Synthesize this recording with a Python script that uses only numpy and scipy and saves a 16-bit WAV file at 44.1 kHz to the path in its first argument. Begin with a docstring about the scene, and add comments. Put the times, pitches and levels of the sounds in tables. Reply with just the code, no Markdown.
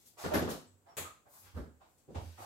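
"""A slipper scuffs, then a walking aid knocks on a hollow floor: slow steps in a bare kitchen.
Blows of aid and feet excite the floor's resonances, and the floor booms under shifting weight.
Soles tap and slide with a grainy hiss; the aid's frame clacks and its loose metal parts clink.
The walker is a few metres away, so nearly everything arrives by way of the room, over a faint rush."""
import sys
import numpy as np
from scipy import signal
from scipy.fft import rfft, irfft, next_fast_len
from scipy.io import wavfile

SR = 44100
rng = np.random.default_rng(int(sys.argv[2]) if len(sys.argv) > 2 else 0)


def waveform_to_disk(signal):
    """Save audio, clipped to [-1, 1], as 16-bit WAV at the path in sys.argv[1]."""
    frames = np.transpose(np.atleast_2d(signal))
    scaled = np.clip(frames, -1, 1) * 32767
    samples = np.round(scaled).astype(np.int16)
    wavfile.write(sys.argv[1], SR, samples)


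N = 108045
SIZE = 16384  # samples per event buffer
HZ, T = np.fft.rfftfreq(SIZE, 1 / SR), np.arange(SIZE) / SR

# Blows on the floor. Each row: start in seconds, thud, knock, clack and click levels in dB,
# clack pitch ratio, left over right in dB.
BLOWS = [(.239, -63, -34.5, -37.5, -40, 0.99, 1.5), (.337, -49, -27, -30.5, -30, 1.164, 1.5),
         (.358, -44, -36.5, -64, -42.5, 1.2, -3), (.413, -38.5, -32.5, -54, -38.5, 0.48, -0.5),
         (.474, -59, -34.5, -39, -48, 0.8, 2), (.505, -74, -48, -50, -45.5, 0.46, -4),
         (1.545, -45, -54, -53.5, -70, .9, -1.5), (1.565, -44, -41, -50.5, -80, 1.01, -1),
         (1.595, -64, -49.5, -58.5, -83, 0.95, 0.5), (2.080, -55, -48.5, -83, -70, 0.45, 0.5),
         (2.101, -82, -50.5, -87, -67.5, .6, -1), (2.147, -47, -50, -40.5, -46.5, 0.59, 1),
         (2.387, -68, -78, -50, -62, 0.59, -1)]
# Spectra of a blow's four parts. Each row: frequency in Hz, level in dB.
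THUD_DB = [(20, -39), (35, -31), (58, 0), (88, -10.5), (120, -4.5), (165, -6), (240, -8), (600, -73)]
KNOCK_DB = [(20, -82), (60, -64), (140, -4), (250, -0.5), (420, 0.5), (650, -11), (900, -19), (2000, -38),
            (6000, -116)]
CLACK_DB = [(200, -30), (550, 4), (850, 1), (1550, 3.5), (2000, -6), (2500, -14), (5000, -15.5),
            (15000, -48)]
CLICK_DB = [(700, 14), (1800, -3), (3300, 1.5), (5000, -3), (7500, -5), (10000, -14.5), (13000, -24),
            (16000, -22)]
# Floor resonances. Each row: centre in Hz, width in Hz, boost in dB.
FLOOR_MODES = [(157.7, 10, 7), (251.4, 7.7, 8.5), (294, 42, 1), (371, 23, 0.5), (493, 8.3, 0.5),
               (537, 41, 4), (640, 20, 3.5)]


def blows():
    """Aid and feet strike the resonant floor: deep thud, wooden knock, hollow clack, bright click."""
    out = np.zeros((2, N))
    floor = amp(sum(db / (1 + (2 * (HZ - hz) / width_hz) ** 2) for hz, width_hz, db in FLOOR_MODES))
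    thud, knock, click = [unit(amp(along(part, HZ)) * floor) for part in (THUD_DB, KNOCK_DB, CLICK_DB)]
    for start_s, *levels_db, pitch_ratio, pan_db in BLOWS:
        clack = unit(amp(along(CLACK_DB, HZ / pitch_ratio)) * floor)
        power = sum((amp(db) * part) ** 2 for db, part in zip(levels_db, (thud, knock, clack, click)))
        add(out, start_s, coloured(room_response(), np.sqrt(power)) * pan(pan_db))
    return out


# Spectrum of the aid's metal frame. Each row: frequency in Hz, level in dB.
FRAME_DB = [(25, -21), (80, 7.5), (160, -1), (400, 1), (600, 2.5), (900, -0.5), (1200, -2.5), (1650, -4.5),
            (2500, -1.5), (2900, -7.5), (3400, -4.5), (4300, -8.5), (4700, -12.5), (6000, -12.5),
            (6600, -2), (7900, -3), (9000, -9), (11700, -6.5), (14000, -8.5), (16000, -15)]


def frame_clack(start_s=0.9688, level_db=-34, pan_db=0.5):
    """The aid's frame clacks once at a loose joint, bright and metallic."""
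    out = np.zeros((2, N))
    spectrum = unit(amp(along(FRAME_DB, HZ)))
    add(out, start_s, amp(level_db) * coloured(room_response(), spectrum) * pan(pan_db))
    return out


# Floor swings. Each row: start, rise, hold and t60 in seconds, frequency in Hz, level in dB.
BOOMS = [(0.238, 0.051, 0.0043, 0.19, 85, -44), (0.344, 0.021, 0.1, .08, 86.5, -41),
         (0.505, 0.016, 0.013, 0.059, 83, -54), (0.641, 0.054, 0.057, 0.47, 95.2, -64),
         (0.977, 0.02, 0.019, 0.27, 90, -50), (1.388, 0.044, 0.061, 0.47, 93.6, -66),
         (1.534, 0.04, 0.0057, .08, 79, -35.5), (1.584, 0.035, 0.005, 0.11, 62.6, -37),
         (1.63, 0.034, 0.0049, 0.5, 76, -53), (2.148, .026, .013, .06, 84, -35),
         (2.213, .015, .006, .06, 84, -40), (2.249, .022, .008, .32, 84, -42),
         (2.369, 0.043, 0.011, .35, 101, -54)]


def floor_booms():
    """Under shifting weight the hollow floor swells into a low note, holds it and dies away."""
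    out = np.zeros((2, N))
    for start_s, rise_s, hold_s, t60_s, hz, db in BOOMS:
        swell = np.sin(np.pi / 2 * np.minimum(T / rise_s, 1)) ** 2
        decay_db = 60 * np.maximum(T - rise_s - hold_s, 0) / t60_s
        boom = swell * amp(db - decay_db) * np.sin(2 * np.pi * hz * T)
        add(out, start_s, boom[None])
    return out


# Soft touches of the soles. Each row: start and decay in seconds, relative level in dB, centre in Hz.
SOLE_TAPS = [(0.168, 0.15, -58.5, 787), (0.309, 0.0067, -37, 546), (0.86, 0.046, -64.5, 740),
             (1.255, 0.013, -66.5, 660), (1.323, 0.056, -72, 970), (1.444, 0.034, -70.5, 1200),
             (1.8, 0.027, -67.5, 787), (2.374, 0.019, -56, 755), (2.41, 0.032, -57.5, 830)]


def sole_taps(width_oct=0.59, skirt_db=16, contact_gain=13.9):
    """A sole touches down: a contact impulse, then a short dull rub."""
    out = np.zeros((2, N))
    for start_s, decay_s, db, centre_hz in SOLE_TAPS:
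        detune = np.log2((HZ + 1) / centre_hz) / width_oct
        band = unit(amp(-skirt_db * np.log10(1 + detune ** 2) - 2 * np.abs(detune)))
        rub = friction() * np.exp(-(T / decay_s) ** 2)
        rub[0] += contact_gain
        add(out, start_s, amp(db + 8) * coloured(in_room(rub), band))
    return out


# Slipper slides. Each row: start, rise and fall in seconds, relative level in dB, tilt in dB per octave.
SLIDES = [(-.06, 0.062, .05, -68, 2), (0.05, 0.0049, 0.012, -52.5, 4), (.165, 0.015, 0.13, -49.5, -1),
          (0.483, 0.0067, 0.025, -40, 0), (.86, 0.076, 0.049, -73, -6.5), (1.259, 0.089, .14, -58, 7),
          (1.409, 0.02, 0.096, -55.5, -4.5), (1.529, 0.015, 0.1, -68.5, 4), (1.796, 0.0089, 0.1, -64.5, -5),
          (1.831, 0.05, 0.2, -79, 5), (2.079, 0.14, 0.2, -63.5, -2), (2.35, 0.037, 0.18, -59.5, 1)]
# Spectrum of a sliding sole. Each row: frequency in Hz, level in dB.
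SOLE_DB = [(400, -13.5), (1500, -1.5), (3000, -1), (4500, 1), (7500, 0), (10000, -2.5), (12500, -0.5),
           (16000, -8)]


def slipper_slides():
    """A sliding slipper hisses, swelling and fading with its speed."""
    out = np.zeros((2, N))
    for start_s, rise_s, fall_s, db, tilt_db_per_oct in SLIDES:
        speed = np.interp(T, [0, rise_s, rise_s + fall_s], [0, 1, 0])
        spectrum = unit(amp(along(SOLE_DB, HZ) + tilt_db_per_oct * np.log2((HZ + 1) / 1000)))
        add(out, start_s, amp(db + 2.5) * coloured(in_room(friction() * speed), spectrum))
    return out


# Loose metal parts of the aid. Each row: start in seconds, level in dB, pitch in Hz, t60 in seconds.
CLINKS = [(0.336, -46, 11850, 0.022), (.337, -51, 10700, 0.0055), (.666, -73.5, 7800, 0.029),
          (.885, -75, 5440, 0.019), (1.035, -52.5, 1215, 0.036), (1.049, -60.5, 1305, 0.02),
          (1.975, -74.5, 7750, 0.00067)]


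def clinks(rattle_s=0.0029):
    """A loose part rattles briefly and rings at its own pitch."""
    out = np.zeros((2, N))
    for start_s, db, hz, t60_s in CLINKS:
        ring = np.sin(2 * np.pi * hz * T) * amp(-60 * T / t60_s)
        rattle = friction() * np.exp(-T / rattle_s)
        clink = in_room(signal.fftconvolve(rattle, ring)[:SIZE])
        onset_rms = np.sqrt(np.mean(clink[:, :SR // 20] ** 2))
        add(out, start_s, amp(db) * clink / onset_rms)
    return out


def friction(slips_per_s=1500, rub_gain=0.42):
    """Tiny random slips over a smooth rub, rms 1."""
    slips = rng.standard_normal(SIZE) * (rng.random(SIZE) < slips_per_s / SR)
    return unit(unit(slips) + rub_gain * rng.standard_normal(SIZE))


# Kitchen reverberation. Each row: frequency in Hz, t60 in seconds.
ROOM_T60_S = [(60, 0.39), (250, 0.33), (700, 0.34), (2000, 0.38), (5000, 0.39), (9000, 0.34), (15000, 0.27)]


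def room_response(build_s=0.0071, direct_gain=2.2, wall_gain=2.84, wall_spread_s=0.03):
    """The kitchen's impulse response, new each call: dense tail, direct sound, eight wall echoes."""
    hz, t, noise = signal.stft(diffuse_noise(SIZE), SR, nperseg=256)
    decay = amp(-60 * t / along(ROOM_T60_S, hz)[:, None])
    tail = signal.istft(noise * decay, SR, nperseg=256)[1][:, :SIZE]
    response = tail * (1 - np.exp(-T / build_s))
    response[:, 0] += direct_gain
    for delay, bearing, strength in rng.random(size=(8, 3)):
        arrival = int(delay * wall_spread_s * SR)
        left = arrival + int(bearing * SR / 1000)
        right = arrival + int((1 - bearing) * SR / 1000)
        response[[0, 1], [left, right]] += wall_gain * (0.5 + strength)
    return response


def in_room(x):
    """Play a mono sound through the room at equal power."""
    response = room_response()
    response /= np.linalg.norm(response[0])
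    return signal.fftconvolve(x[None], response, axes=1)[:, :SIZE + SIZE // 2]


# Spectrum of the quiet room. Each row: frequency in Hz, level in dB.
ROOM_TONE_DB = [(20, -57), (45, -3), (90, 1), (150, -2.5), (400, -5.5), (1000, -13.5), (3000, -24),
                (5500, -27.5), (7700, -15), (9500, -27), (15500, -23.5)]


def room_tone(level_db=-72.5):
    """The faint steady rush of the home."""
    spectrum = amp(along(ROOM_TONE_DB, np.fft.rfftfreq(N, 1 / SR)))
    return amp(level_db) * unit(irfft(rfft(diffuse_noise(N)) * spectrum, N))


# Likeness of the room's sound at the two microphones. Each row: frequency in Hz, correlation.
CORRELATION = [(60, 0.48), (150, 0.37), (300, 0.92), (550, 0.54), (1000, -0.032), (3000, -0.013),
               (15000, 0.12)]


def diffuse_noise(size):
    """White noise from all around, partly alike left and right in the bass and low mids."""
    hz = np.fft.rfftfreq(size, 1 / SR)
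    angle = np.arccos(along(CORRELATION, hz)) / 2
    mid, side = rfft(rng.standard_normal((2, size))) * [np.cos(angle), np.sin(angle)]
    return irfft([mid + side, mid - side], size)


def amp(db):
    """Decibels to gain."""
    return 10 ** (np.asarray(db) / 20)


def pan(db):
    """Channel gains with left db above right."""
    return amp([[db / 2], [-db / 2]])


def unit(x):
    """Scale to rms 1."""
    return x / np.sqrt(np.mean(x ** 2) + 1e-20)


def along(points, hz):
    """Interpolate (Hz, value) points on a log frequency axis."""
    points_hz, values = np.transpose(points)
    return np.interp(np.log(hz + 1), np.log(points_hz + 1), values)


def add(out, start_s, x):
    """Mix x into out from start_s, cropped to the scene."""
    i = round(start_s * SR)
    x = x[:, max(-i, 0):max(N - i, 0)]
    out[:, max(i, 0):max(i, 0) + x.shape[1]] += x


def coloured(x, gain):
    """Minimum-phase filter with the given gain over HZ."""
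    cepstrum = irfft(np.log(np.maximum(gain, 1e-6)))
    cepstrum[1:SIZE // 2] *= 2
    cepstrum[SIZE // 2 + 1:] = 0
    impulse = irfft(np.exp(rfft(cepstrum)))
    return signal.fftconvolve(x, impulse[None, :SIZE // 2], axes=1)


def scene():
    """All the sounds of the walk over the quiet room."""
    walk = blows() + frame_clack() + floor_booms() + sole_taps() + slipper_slides() + clinks()
    return walk + room_tone()


# Microphone imbalance. Each row: frequency in Hz, left over right in dB.
MIC_BALANCE_DB = [(30, 27), (80, -5.5), (150, -5), (300, 1.5), (600, -1.5), (1100, -5), (2500, 3),
                  (14000, 4)]
LOW_CUT_HZ, HIGH_CUT_HZ = 49, 15800


def record(dry):
    """The two microphones differ in colour and drop the deepest bass and the top."""
    size = next_fast_len(N + SIZE)
    hz = np.fft.rfftfreq(size, 1 / SR)
    balance_db = along(MIC_BALANCE_DB, hz)
    balance = amp([balance_db / 2, -balance_db / 2])
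    passband = (hz < HIGH_CUT_HZ) / (1 + (LOW_CUT_HZ / (hz + 1)) ** 6)
    return irfft(rfft(dry, size) * balance * passband, size)[:, :N]


dry = scene()
out = record(dry)
waveform_to_disk(out)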